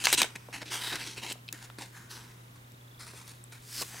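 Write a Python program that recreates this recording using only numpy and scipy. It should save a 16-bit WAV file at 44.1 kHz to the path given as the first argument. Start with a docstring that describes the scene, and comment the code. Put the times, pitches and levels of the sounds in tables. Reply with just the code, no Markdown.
"""A small room with a mains hum, where a hand leafs through a handmade journal close to the microphone.
A stiff card is dragged and buckles, slides into its pocket and is patted flat; fingers brush the edges
and a page turns. Rubbing is a dense train of tiny slips that ring the paper; edges snap, and the book
thuds softly under the fingers. Far behind it all is a very faint, fast ticking."""
import sys
import numpy as np
from scipy import signal
from scipy.fft import rfft, irfft, next_fast_len
from scipy.io import wavfile
from scipy.ndimage import map_coordinates

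SR = 44100
rng = np.random.default_rng(int(sys.argv[2]) if len(sys.argv) > 2 else 0)


def digitize_waveform(pressure):
    """Quantize a signal to 16-bit integers and store it at the path in sys.argv[1].

    Rows of a 2-D input are taken as channels; values are limited to [-1, 1].
    """
    field = np.atleast_2d(pressure).T
    bounded = np.clip(field, -1, 1)
    quanta = np.round(bounded * 32767).astype(np.int16)
    wavfile.write(sys.argv[1], SR, quanta)


N = 176400


def card_scrapes():
    """Stiff card scrapes over paper in short pushes that ring it; its free edge sets a broad resonance."""
    # pushes: start_s, rise_s, hold_s, fade_s (to -20 dB), level_db, tilt_db_per_octave, edge_hz
    pushes = [(0, 0.00155, 0.021, 0.1451, -39, 0.5, 2970), (.038, .0158, .0022, 0.0163, -24, 1.1, 6170),
              (.059, 0.0262, 0.043, 0.0631, -31, 0.47, 5940),
              (0.128, 0.0032, 0.01574, 0.0012, -28, 1.05, 11200),
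              (0.171, 0.0088, 0.00536, 0.0513, -23, .5, 7770),
              (0.197, 0.0151, 0.0144, 0.0481, -31.5, -0.46, 2090),
              (.353, 0.00268, 0.00795, 0.0091, -36.5, -1.59, 1690),
              (0.526, 0.00504, 0.0237, 0.0734, -39, -1, 2500),
              (0.605, .02, 0.0039, 0.01, -40.5, -2.27, 1400),
              (0.653, 0.0061, 0.0365, 0.09, -46, -1.56, 2490),
              (.704, 0.0262, 0.0032, 0.1223, -32, 1.5, 2710),
              (0.777, 0.0933, 0.0151, 0.1279, -35, 1.27, 3720),
              (0.898, 0.0236, 0.0348, 0.0578, -40.5, -2.5, 1570),
              (0.981, 0.035, 0.0067, 0.0408, -39.5, 1.5, 2610),
              (1.027, 0.0405, 0.0132, 0.1437, -41, 0.03, 5510),
              (1.16, 0.0182, 0.0083, 0.0319, -41.5, -1, 2570),
              (1.212, 0.0254, 0.0209, 0.1, -39.5, 0.17, 3080),
              (1.275, 0.0359, 0.0112, 0.0055, -38.5, 1.4, 2701)]
    # tone of card on paper: freq_hz, gain_db
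    tone = [(120, -14), (310, -1.5), (600, -12.5), (900, -3), (1170, -10.5), (1500, -2.5), (3400, -2.5),
            (8500, -8.5), (13000, -18.5), (16000, -22.5)]
    friction = flex(card_ring(slips(per_s=4000, spread_db=2.5, hiss=0.67, judder_db=1.55, judder_hz=300)))
    out = np.zeros(N)
    for start, rise, hold, fade, db, tilt, edge_hz in pushes:
        grain, pressure = stroke(friction, start, rise, hold, fade)
        rub = unit(colour(sheet_ring(grain, edge_hz), tone, tilt))
        add(out, start, undb(db) * pressure * rub)
    return out


def edge_snaps():
    """A paper edge lets go with a short flutter that rings the card and sings briefly at its own pitch."""
    # snaps and ticks: start_s, level_db (energy as if packed into window_s), pitch_hz, width_octaves, t60_s
    snaps = [(0.04, -29, 2980, 1.58, 0.0091), (0.0553, -24, 4270, 1.13, 0.0086),
             (0.0698, -18.5, 2150, 1.04, 0.0116), (0.1276, -15, 3984, 1.58, 0.0387),
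             (.148, -24.5, 3860, 1.57, 0.014), (0.2177, -16.5, 2358, 1.39, 0.0152),
             (.2308, -22.5, 3695, 0.925, 0.0086), (.956, -30, 2007, 1.39, 0.025),
             (1.325, -36, 8000, 1.08, 0.026), (1.4798, -45, 3590, .418, 0.0113),
             (1.4882, -36.5, 3120, 0.454, 0.0118), (1.5266, -32, 7070, 1.75, 0.013),
             (1.7007, -44.5, 1375, .897, 0.0061), (1.7863, -44, 1100, 1.43, 0.0093),
             (2.7196, -56.5, 5030, 1.4, .003), (3.278, -47, 6000, 1.74, 0.0124),
             (3.44, -46.5, 8000, 0.33, 0.0041), (3.825, -33.5, 1102, 1.72, 0.0162)]
    sing_db, window_s = -8.5, .004
    t, out = np.arange(2 ** 13) / SR, np.zeros(N)
    for start, db, hz, octaves, t60 in snaps:
        flutter = rng.choice([-1, 1], len(t)) * decay(t, t60)
        crack = unit(card_ring(hump(flutter, hz, octaves)))
        snap = crack + undb(sing_db) * unit(hump(flutter, hz, octaves=0.085))
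        add(out, start, undb(db) * snap / np.sqrt(np.sum(snap ** 2) / (window_s * SR)))
    return out


def book_thuds():
    """The stack of pages answers a bump with one firm, dull knock and a short shuffle."""
    # bumps and pats: start_s, peak_db, centre_hz
    bumps = [(.07, -16, 992), (.128, -22.5, 418), (.148, -27.5, 116), (.218, -26, 444), (.243, -26.5, 592),
             (.487, -35.5, 536), (.622, -35.5, 430), (.94, -34.5, 394), (1.021, -37.5, 353.9),
             (1.312, -34, 378), (1.356, -43.5, 600), (1.535, -35.5, 267.2), (1.786, -32, 245),
             (3.136, -41.5, 398), (3.816, -30, 382), (3.945, -38, 793)]
    t, out = np.arange(2 ** 14) / SR, np.zeros(N)
    knock = undb(2.5) * (t == 0)
    for start, db, hz in bumps:
        shuffle = rng.standard_normal(len(t)) * decay(t, t60_s=0.096)
        thud = card_ring(hump(shuffle / np.linalg.norm(shuffle) + knock, hz, octaves=0.788))
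        add(out, start, undb(db) * thud / np.abs(thud).max())
    return out


def page_turn():
    """A thin page hisses over its neighbour; its edge sings more with speed and stops on landing."""
    # speed of the page, peaking as it lands: time_s, speed_db
    sweep = [(3.6, -63.5), (3.68, -51), (3.776, -37.5), (3.822, -32.5), (3.84, -45.5), (4, -52)]
    # tone of the thin page: freq_hz, gain_db
    tone = [(200, -9.5), (400, -3), (650, -16), (1400, -5), (8000, -1), (16000, -7.5)]
    times, db = np.array(sweep).T
    grain = light_rub()
    speed = undb(np.interp(np.arange(N) / SR, times, db, left=-np.inf))
    relative_speed = speed / speed.max()
    in_flight = np.arange(N) <= speed.argmax()
    edge = unit(flex(hump(grain, hz=4636, octaves=0.158)))
    sing = 0.902 * np.sqrt(relative_speed) * in_flight * edge
    return speed * (unit(colour(grain, tone)) + sing) / np.sqrt(1 + relative_speed)


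def finger_brushes():
    """Each stroke of a finger swells and dies away, with the resonance of the sheet it touches."""
    # strokes: start_s, rise_s, fade_s (to -20 dB), level_db, tilt_db_per_octave, edge_hz
    touches = [(.28, 0.022, 0.63, -55.5, -0.04, 2400), (1.525, 0.0089, 0.26, -49.5, 0, 1870),
               (1.6, 0.052, 0.0132, -50, 0.85, 2000), (1.783, 0.0031, 0.1189, -45.5, 1, 2300),
               (1.793, 0.029, 0.0453, -41.5, -2.5, 1490), (1.92, 0.0472, 0.2086, -50.5, 1, 1590),
               (2.092, 0.0193, 0.1366, -44.5, 0.97, 4420), (2.1, 0.0625, 0.3581, -53, -2, 1007),
               (2.553, 0.0093, 0.0269, -57, -0.19, 895), (2.988, 0.0135, 0.1788, -46.5, 0.6, 4250),
               (3.062, 0.0087, 0.11, -49.5, 0.92, 2590), (3.135, 0.039, 0.1736, -51, 0.97, 2620),
               (3.255, 0.0403, 0.11, -51.5, 0.5, 4510), (3.518, 0.00565, 0.09, -46.5, 1, 2330),
               (3.85, 0.1436, 0.34, -44.5, 0.44, 5430)]
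    # tone of skin on paper: freq_hz, gain_db
    tone = [(150, -14.5), (350, -2), (600, -9), (950, 1.5), (1200, -2.5), (1550, -0.5), (2600, -6),
            (5500, -6), (9000, -7.5), (16000, -20.5)]
    friction, out = light_rub(), np.zeros(N)
    for start, rise, fade, db, tilt, edge_hz in touches:
        grain, pressure = stroke(friction, start, rise, 0, fade)
        rub = unit(colour(sheet_ring(grain, edge_hz), tone, tilt))
        add(out, start, undb(db) * pressure * rub)
    return out


def slips(per_s, spread_db, hiss, judder_db, judder_hz):
    """Fibres catch and let go: tiny clicks of uneven size over a fine hiss, in irregular bunches."""
    clicks = (rng.random(N) < per_s / SR) * rng.choice([-1, 1], N)
    sizes = undb(spread_db * np.minimum(rng.exponential(size=N), 4))
    grain = unit(clicks * sizes) + hiss * rng.standard_normal(N)
    return unit(grain * undb(judder_db * drift(judder_hz)))


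def light_rub():
    """The grain of a light touch on paper."""
    return slips(per_s=4000, spread_db=2.5, hiss=0.772, judder_db=1.59, judder_hz=220)


def stroke(friction, start, rise, hold, fade):
    """The stretch of friction grain under one stroke, and its pressure: build, hold, let go."""
    size = next_fast_len(int((rise + hold + 2 * fade) * SR) + 2 ** 11)
    t = np.arange(size) / SR
    grain = friction.take(int(start * SR) + np.arange(size), mode="wrap")
    pressure = np.clip(t / rise, 0, 1) * undb(-20 * np.maximum(t - rise - hold, 0) / fade)
    return grain, pressure


def card_ring(x):
    """The card rings at its resonances on top of the direct sound."""
    # resonances of the stiff card: pitch_hz, width_hz, relative_gain
    modes = [(978.2, 29, 1.89), (2307, 100, 0.55), (2603, 100, 1.67), (3960, 205, 1.39)]
    f = freqs(len(x))
    ring = sum(gain / (1 + 1j * (f * f - hz * hz) / (f * width)) for hz, width, gain in modes)
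    return irfft(rfft(x) * (1 + 0.458 * ring), len(x))


def flex(x):
    """Card or page flexes as it moves, so that its resonances drift."""
    pitch_bend = .025 * drift(rate_hz=9)
    return map_coordinates(x, [np.arange(N) + np.cumsum(pitch_bend)], order=5, mode="mirror")


def sheet_ring(grain, edge_hz):
    """Slips echo across the sheet, differently at every grip; the free edge adds a broad resonance."""
    echo_db, edge_gain, edge_octaves = -5.5, 0.752, 0.219
    t = np.arange(2 ** 10) / SR
    echo = rng.standard_normal(len(t)) * decay(t, t60_s=0.00688)
    grain = grain + undb(echo_db) * signal.fftconvolve(grain, echo / np.linalg.norm(echo))[:len(grain)]
    edge = 1 + edge_gain * bell(len(grain), edge_hz, edge_octaves)
    return irfft(rfft(grain) * edge, len(grain))


def room(x):
    """Quick bright reflections from the desk and a short soft tail, different at each ear."""
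    desk_db, tail_db, tail_cutoff_hz = -12, -18, 8985
    t, ears = np.arange(2 ** 14) / SR, []
    for _ in range(2):
        desk, tail = rng.standard_normal((2, len(t)))
        desk = np.diff(np.diff(desk, prepend=0), prepend=0) * decay(t, t60_s=0.0111)
        tail = tail * decay(t, t60_s=0.221) * (t > .005)
        tail = irfft(rfft(tail) / (1 + 1j * freqs(len(t)) / tail_cutoff_hz))
        echo = undb(desk_db) * desk / np.linalg.norm(desk) + undb(tail_db) * tail / np.linalg.norm(tail)
        ears.append(x + signal.fftconvolve(x, echo)[:N])
    return np.array(ears)


def mains_hum():
    """A low mains hum and its octave, wavering slightly in level."""
    # hum partials: pitch_hz, level_db
    partials = [(120.3, -54), (240.6, -72.5)]
    t = np.arange(N) / SR
    hum = sum(undb(db) * np.sqrt(2) * np.sin(2 * np.pi * hz * t) for hz, db in partials)
    return hum * undb(0.31 * drift(rate_hz=4.92))


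def room_air():
    """Faint room tone; the hiss is wider than the rumble."""
    # tone of the air: freq_hz, gain_db
    tone = [(15, -62.5), (25, -14), (123, -7.5), (200, -8.5), (714, -21.5), (3400, -26), (4500, -29.5),
            (16000, -30)]
    mid, side = (unit(colour(rng.standard_normal(N), tone)) for _ in range(2))
    side = colour(side, [(100, -24), (1000, 8.0), (10000, -5)])
    return undb(-57.5) * (mid + side * np.array([[1], [-1]]))


def faint_ticking():
    """A very faint, fast ticking throughout; for a moment each tick rings on as a clean pip."""
    ticks_per_s, on_beat_s, tick_s, pip_hz = 29.95, 2.31, 0.00363, 3400
    t = np.arange(N) / SR
    age = (t - on_beat_s) % (1 / ticks_per_s)
    pulse = age / tick_s * np.exp(1 - 2 * age / tick_s)
    pips = unit(np.sqrt(pulse) * np.sin(2 * np.pi * pip_hz * age))
    pips *= (t > 2.8) * (t < 3.0) * undb(2 * drift(ticks_per_s))
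    ticks = unit(pulse * hump(rng.standard_normal(N), hz=3712, octaves=0.0644))
    return undb(-72.5) * ticks + undb(-69.5) * pips


def undb(db):
    """Decibels to gain."""
    return 10 ** (np.asarray(db) / 20)


def unit(x):
    """Scale to rms 1."""
    return x / np.sqrt(np.mean(x ** 2))


def decay(t, t60_s):
    """An envelope that falls 60 dB in t60_s."""
    return np.exp(-np.log(1000) * t / t60_s)


def drift(rate_hz):
    """Smooth random motion with a spread near 1."""
    knots = rng.standard_normal(4096)
    return 1.2 * np.interp(np.arange(N) / SR * rate_hz, np.arange(len(knots)), knots)


def freqs(size):
    """Frequencies of a spectrum, kept above zero."""
    return np.maximum(np.arange(size // 2 + 1) * SR / size, 1)


def colour(x, points, tilt_db=0):
    """EQ through (freq_hz, gain_db) points, plus a tilt per octave."""
    hz, db = np.array(points).T
    octave = np.log2(freqs(len(x)))
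    curve_db = np.interp(octave, np.log2(hz), db) + tilt_db * np.maximum(octave - np.log2(hz[0]), 0)
    return irfft(rfft(x) * undb(curve_db), len(x))


def bell(size, hz, octaves):
    """A bell curve on a log-frequency axis."""
    return np.exp(-.5 * (np.log2(freqs(size) / hz) / octaves) ** 2)


def hump(x, hz, octaves):
    """A bell-shaped band filter, minimum phase so that it rings only after the hit."""
    cepstrum = irfft(np.log(bell(len(x), hz, octaves) + undb(-32.5)), len(x))
    cepstrum[1:len(x) // 2] *= 2
    cepstrum[len(x) // 2 + 1:] = 0
    return irfft(rfft(x) * np.exp(rfft(cepstrum)), len(x))


def add(out, start_s, x):
    """Mix a short sound in at its time."""
    i = max(int(start_s * SR), 0)
    out[i:i + len(x)] += x[:max(N - i, 0)]


def scene():
    """Paper sounds just left of centre in the room, over hum, air and ticking."""
    paper = card_scrapes() + page_turn() + finger_brushes() + edge_snaps() + book_thuds()
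    pan = undb([[.25], [-.25]])
    return room(paper) * pan + mains_hum() + room_air() + faint_ticking()


def record(dry):
    """The microphone softens the highest treble and the recorder cuts the top."""
    top_hz = 15800
    soft = np.array([colour(x, [(12000, 0), (16000, -2)]) for x in dry])
    return signal.sosfilt(signal.ellip(10, .2, 70, top_hz, fs=SR, output="sos"), soft)


dry = scene()
out = record(dry)
digitize_waveform(out)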